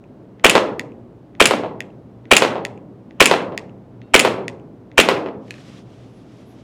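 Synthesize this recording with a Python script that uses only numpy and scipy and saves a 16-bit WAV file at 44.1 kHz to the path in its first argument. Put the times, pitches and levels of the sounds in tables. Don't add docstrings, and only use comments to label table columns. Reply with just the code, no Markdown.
import sys
import numpy as np
from scipy import signal
from scipy.fft import rfft, irfft, next_fast_len
from scipy.io import wavfile
from scipy.ndimage import uniform_filter1d

SR = 44100
rng = np.random.default_rng(int(sys.argv[2]) if len(sys.argv) > 2 else 0)


def voltage_ratio(level):
    return 10 ** (np.asarray(level, float) / 20)


def dump(signal):
    limited = np.clip(np.atleast_2d(signal).T, -1, 1)
    pcm = np.round(limited * 32767).astype(np.int16)
    wavfile.write(sys.argv[1], SR, pcm)


N = 292383

# blast time in seconds, slide-back level in dB, time until the slide stops in ms.
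SHOTS = [
    (.4440, -1, 52.2),
    (1.4028, -1, 52.7),
    (2.3134, 2, 52.6),
    (3.2039, 3, 53.2),
    (4.1411, 3, 52.6),
    (4.9793, 2, 31.2),
]
# peak in dB, rattle in ms.
TRAVEL = [(-13.5, 27), (-7.5, 2.3), (9.5, 1.4), (2.5, 2.6), (-7, 9), (-15, 4.1)]
TRAVEL_MS = [-5.0, -3.0, 1.5, 7.0, 14.5, 38]
# level in dB, rattle in ms.
SLAM = [
    (-3, 3),
    (2, 2.8),
    (-8.5, 1.8),
]
SLAM_MS = [0, 2.6, 7]
# frequency in Hz, width in Hz, level in dB.
BARREL = [(1053, 310, -1.5), (1846, 150, -4), (2330, 220, 4.5), (3130, 380, 0), (5450, 910, -14.5),
          (7770, 890, -16), (10700, 760, -20), (13300, 700, -44)]
# frequency in Hz, width in Hz, level in dB.
MUZZLE = [(430, 300, 0), (690, 300, -4), (1500, 700, -17), (2500, 700, -20), (6000, 2000, -31)]
# frequency in Hz, width in Hz, level in dB.
SLIDE = [(432, 92, -14.5), (1050, 440, -17.5), (2920, 1300, 5.5), (5160, 410, -16.5), (6900, 2500, -15.5),
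         (8500, 410, -6), (11200, 4400, -25.5)]
# frequency in Hz, width in Hz, level in dB.
BREECH = [(658, 120, -8.5), (2640, 550, 5), (5000, 570, -6.5), (7060, 510, -2), (9770, 810, -8.5),
          (12300, 2600, -27)]
# start in seconds, frequency in Hz, level in dB, 60 dB decay in seconds.
SPRING = [(4.02, 2720, -64, .6), (4.02, 3750, -68, .6), (4.02, 4280, -69, .3), (4.04, 1450, -64, .6),
          (5.017, 12300, -36, .06)]

# time in seconds, peak in dB.
RESET = [(0.7951, -7), (1.8052, -10.5), (2.6509, -8), (3.5771, -9), (4.4812, -10.5)]
TAKE_UP = [0.3966, 1.3513, 2.2547, 3.109, 4.017, 4.916]
# time in seconds, peak in dB,
# frequency in Hz.
LET_OFF = [(.0402, -44, 2520), (.9198, -42.5, 2510), (1.9036, -50, 2770), (2.7766, -39.5, 2480),
           (3.695, -44, 2720), (4.598, -44, 2720)]
# time in seconds, peak in dB, tilt in dB per octave.
CATCH = [
    (5.4815, -39, -3),
    (5.5075, -17, 0),
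    (5.5405, -30, -3),
    (5.582, -38, -4),
]
# frequency in Hz, width in Hz, level in dB.
SEAR = [(1897, 186, 7), (2630, 400, 0), (3465, 190, -2), (4830, 760, -9), (6840, 290, -8),
        (8800, 3000, -22), (12860, 2800, -35.5)]
# frequency in Hz, width in Hz, level in dB.
SLACK = [(1980, 250, 0), (2600, 350, -7), (3400, 700, -13), (6500, 900, -27)]
# frequency in Hz, width in Hz, level in dB.
LEVER = [(1760, 130, 3.5), (2520, 200, 2.5), (3050, 270, -5.5), (4220, 270, -6.5), (6150, 830, -16),
         (7500, 760, -17), (9300, 740, -21), (11500, 1500, -28)]

# time in seconds, face level in dB, back layer level in dB.
HITS = [(.5522, 2, 4), (1.5094, -1.5, -4), (2.4216, 3, -1.5), (3.3121, 2, 1), (4.2490, .5, -2.5),
        (5.0875, 4, -2.5)]
# time in seconds, peak in dB.
DROPS = [(1.6356, -13), (2.556, -12.5), (2.591, -25.5), (3.521, -23), (4.382, -18), (5.2614, -17)]
# frequency in Hz, width in Hz, level in dB.
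CARD = [(450, 300, 0), (950, 600, -7), (2200, 1100, -17), (3600, 1800, -24), (7500, 5000, -39)]
# frequency in Hz, width in Hz, level in dB.
TEAR = [(2400, 1800, -0.5), (4200, 3400, -8), (9000, 5000, -18.5), (13500, 4000, -24.5)]

# start in seconds, end in seconds, level in dB.
STROKES = [
    (5.398, 5.848, -52),
    (5.798, 6.112, -59.5),
    (6.05, 6.29, -62.5),
    (6.24, 6.47, -59.5),
    (6.398, 6.693, -61.5),
]
# start in seconds, end in seconds, top pitch in Hz, level in dB.
SQUEALS = [(6.055, 6.27, 10720, -76), (6.31, 6.48, 10450, -79), (6.44, 6.575, 11000, -69)]
# frequency in Hz, level in dB per Hz.
CLOTH = [(710, -14), (1200, 4), (1340, -1), (3320, 0), (4410, -5.5), (5530, -6), (10300, -20),
         (16000, -38.5)]

# delay in ms, level in dB.
ECHOES = [(7.5, -27), (9.5, -16), (15.5, -28), (17, -20)]
# delay in ms, level in dB.
FAR_ECHOES = [(5.5, -2), (10.5, -5), (15, -7), (23, -7), (26, -2), (35, -20)]
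# frequency in Hz, level in dB, 60 dB decay in seconds.
TAIL = [(99, -39.5, 3.2), (186, -35.5, 1.5), (400, -42.5, 0.86), (750, -42, 0.72), (1470, -39.5, 0.44),
        (2900, -39.5, 0.33), (7000, -39, 0.27), (14000, -43.5, 0.23)]
# frequency in Hz, level in dB per Hz.
AIR = [(20, -41), (45, -15.5), (155, -5.5), (280, -2), (680, -15.5), (1830, -35), (3000, -41), (16000, -65)]
# frequency in Hz, width in Hz, level in dB.
HUM = [(60.3, 7.2, -65), (120.4, 12, -48), (189, 5.3, -55.5)]


def pistol():
    return gas_blast() + slide_travel() + slide_closing() + springs()


def gas_blast():
    out = np.zeros(N)
    pop_s = .0112
    for s, _, _ in SHOTS:
        add(out, s, strike(BARREL[:2], 6, rattle_ms=.94, rough=.2, low_hz=300., soft_hz=4175.))
        add(out, s + .0046, -strike(CARD, -4.5, rattle_ms=1., rough=.093, low_hz=171.))
        add(out, s + pop_s, strike(MUZZLE, 9, rattle_ms=.6, rough=.03, low_hz=250.))
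        add(out, s + pop_s - .0007, strike(BREECH, 4, rattle_ms=.4, rough=.3, low_hz=900.))
    return out


def slide_travel():
    out = np.zeros(N)
    back_ms = 18.7
    for s, back_db, _ in SHOTS:
        for ms, (db, rattle_ms) in zip(TRAVEL_MS, TRAVEL):
            add(out, s + ms / 1000, strike(BARREL, db, rattle_ms, rough=.66, low_hz=497.))
        for ms, (db, rattle_ms) in zip(SLAM_MS, SLAM):
            slam = strike(SLIDE, back_db + db, rattle_ms, rough=.42, low_hz=300.)
            add(out, s + (back_ms + ms) / 1000, slam)
        add(out, s + .038, strike(BREECH[3:], -17, rattle_ms=1.5, rough=.5, low_hz=6000.))
    return out


def slide_closing():
    out = np.zeros(N)
    *closing, locking = (s + stop_ms / 1000 for s, _, stop_ms in SHOTS)
    for s in closing:
        add(out, s, strike(BREECH, 4.5, rattle_ms=2., rough=.7, low_hz=900., tilt_db=.5))
        add(out, s + .0048, strike(BREECH, 4.5, rattle_ms=1.2, rough=.6, low_hz=1200., tilt_db=-1.5))
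        add(out, s + .013, strike(BREECH, -9, rattle_ms=5.9, rough=.64, low_hz=900., tilt_db=3.))
    add(out, locking, strike(BREECH, -5.5, rattle_ms=4.6, rough=.44, low_hz=900.))
    return out


def springs():
    out = np.zeros(N)
    t = np.arange(SR // 2) / SR
    for s, hz, db, t60 in SPRING:
        add(out, s, voltage_ratio(db) * fade(t, t60) * np.sin(2 * np.pi * hz * t))
    return out


def trigger():
    out = np.zeros(N)
    for s, db in RESET:
        add(out, s, strike(SEAR, db, rattle_ms=.34, rough=.3, low_hz=1360.))
    for s in TAKE_UP:
        add(out, s, strike(SLACK, -35, rattle_ms=.68, rough=.09, low_hz=1500., soft_hz=7750.))
    for s, db, hz in LET_OFF:
        modes = [(hz, 400, 0), (1.08 * hz, 700, -9), (6700, 900, -24)]
        add(out, s, strike(modes, db, rattle_ms=.68, rough=.09, low_hz=1500., soft_hz=7500.))
    for s, db, tilt_db in CATCH:
        add(out, s, strike(LEVER, db + .5, rattle_ms=2.35, rough=.11, low_hz=1300., tilt_db=tilt_db))
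    return out


def target():
    face, back = np.zeros((2, N))
    layer_s = .002
    for s, face_db, back_db in HITS:
        crack = strike(CARD, face_db, rattle_ms=.5, rough=.04, low_hz=300., soft_hz=5500., tilt_db=1.5)
        thud = strike(CARD, back_db, rattle_ms=1.2, rough=.06, low_hz=280., soft_hz=7000., tilt_db=2.5)
        add(face, s, crack)
        add(back, s + layer_s, thud)
        add(face, s, strike(TEAR, face_db - 13.5, rattle_ms=5.7, rough=.6, low_hz=1200.))
    for s, db in DROPS:
        add(back, s, strike(CARD, db, rattle_ms=2.6, rough=.18, low_hz=400., soft_hz=5070., tilt_db=-2.))
    return face, back


def sleeve():
    rub = np.zeros(N)
    for s, end, db in STROKES:
        rub += voltage_ratio(db) * speed(s, end, rise_s=.35 * (end - s), fall_s=.065)
    out = rub * voltage_ratio(.92 * wander(60)) * coloured(CLOTH)
    for s, end, top_hz, db in SQUEALS:
        slip = speed(s, end, rise_s=.065, fall_s=.065)
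        lag = (1 - slip) ** 2
        jitter = 1 + .002 * wander(60) + .008 * wander(22)
        phase = 2 * np.pi * np.cumsum(top_hz * (1 - .15 * lag) * jitter) / SR
        threads = np.zeros(N)
        for ratio, thread_db in [(1, 0), (.955, -6), (1.09, -8)]:
            threads += voltage_ratio(thread_db + 4 * wander(20)) * np.sin(ratio * phase)
        out += voltage_ratio(db - 14 * lag) * (slip > 0) * threads
    return out


def echoes(x, table, soft_hz):
    paths = np.zeros(SR // 20)
    for ms, db in table:
        paths[int(ms / 1000 * SR)] = voltage_ratio(db)
    dull = signal.butter(1, soft_hz, fs=SR, output="sos")
    return signal.sosfilt(dull, signal.fftconvolve(x, paths)[:N])


def room(x, build_ms):
    size = next_fast_len(N)
    octave = np.log2(np.arange(size // 2 + 1) * SR / size + 1)
    sound, noise = rfft(x, size), rfft(rng.standard_normal(size))
    hz, db, t60 = np.transpose(TAIL)
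    fill = np.exp(-1000 / SR / build_ms)
    out = np.zeros(N)
    for centre in np.arange(6.5, 14.1, 1 / 3):
        share = np.sqrt(np.clip(1 - 3 * np.abs(octave - centre), 0, 1))
        keep = fade(1 / SR, np.interp(centre, np.log2(hz), t60)) ** 2
        received = irfft(sound * share, size)[:N] ** 2
        energy = signal.lfilter([1 - fill], np.convolve([1, -keep], [1, -fill]), received)
        field = irfft(noise * share, size)[:N] * voltage_ratio(1.1 * wander(60 + 10 * centre))
        level = voltage_ratio(np.interp(centre, np.log2(hz), db))
        out += level * np.sqrt(np.abs(energy)) * field / field.std()
    lag = int(.005 * SR)
    return np.pad(out, (lag, 0))[:N]


def ventilation():
    out = voltage_ratio(-43.5 + .31 * wander(6.6)) * coloured(AIR)
    for hz, width, db in HUM:
        peak = [(hz - 4 * width, -99), (hz - width, -9), (hz, 0), (hz + width, -9), (hz + 4 * width, -99)]
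        out += voltage_ratio(db) * coloured(peak)
    return out


def strike(modes, db, rattle_ms, rough, low_hz=120., soft_hz=16300., tilt_db=0.):
    t = np.arange(2048) / SR
    hz, width, gain_db = np.transpose(modes)[:, :, None]
    sign = (-1.) ** np.arange(len(hz))[:, None]
    gain = sign * voltage_ratio(gain_db + tilt_db * np.log2(hz / 2000)) * width
    ring = (gain * np.exp(-np.pi * width * t) * np.sin(2 * np.pi * hz * t)).sum(0)
    push = rough * rng.standard_normal(len(t)) * np.exp(-t * 1000 / rattle_ms)
    push[0] -= 1
    lines = rfft(push)
    push = irfft(lines / np.abs(lines) ** .8) * (t < .03)
    band = signal.butter(2, [low_hz, soft_hz], "band", fs=SR, output="sos")
    sound = signal.sosfilt(band, signal.fftconvolve(push, ring))
    return voltage_ratio(db) * sound / np.abs(sound).max()


def add(track, s, sound):
    i = int(s * SR)
    track[i:i + len(sound)] += sound[:N - i]


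def fade(t, t60):
    return np.exp(-np.log(1000) * t / t60)


def speed(start, end, rise_s, fall_s):
    t = np.arange(N) / SR
    return np.clip(np.minimum((t - start) / rise_s, (end - t) / fall_s), 0, 1)


def coloured(spectrum):
    hz, db = np.transpose(spectrum)
    size = next_fast_len(N)
    bins = np.arange(size // 2 + 1) * SR / size + 1
    gain = voltage_ratio(np.interp(np.log(bins), np.log(hz), db))
    noise = irfft(rfft(rng.standard_normal(size)) * gain, size)[:N]
    return noise / noise.std()


def wander(rate):
    k = int(SR / rate)
    steps = np.repeat(rng.standard_normal(N // k + 1), k)
    walk = uniform_filter1d(uniform_filter1d(steps, k), k)[:N]
    return walk / walk.std()


def scene():
    gun, clicks, (face, back) = pistol(), trigger(), target()
    early = echoes(voltage_ratio(-14.5) * gun + clicks, ECHOES, soft_hz=9320.)
    early += echoes(back, FAR_ECHOES, soft_hz=3345.)
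    late = room(voltage_ratio(-3.) * gun + voltage_ratio(-12.5) * clicks + voltage_ratio(4.5) * (face + back), build_ms=1.)
    return (gun + clicks + face + back + early + late + ventilation() + sleeve())[None]


def band_limit(x):
    return signal.sosfilt(signal.butter(12, 16520, fs=SR, output="sos"), x)


def record(dry):
    top_cut = signal.ellip(6, .3, 40, 15600, fs=SR, output="sos")
    heard = signal.sosfilt(top_cut, dry)
    heard = heard + voltage_ratio(-85) * rng.standard_normal(dry.shape)
    mix = np.clip(heard, -1, 1)
    return band_limit(mix)


dry = scene()
out = record(dry)
dump(out)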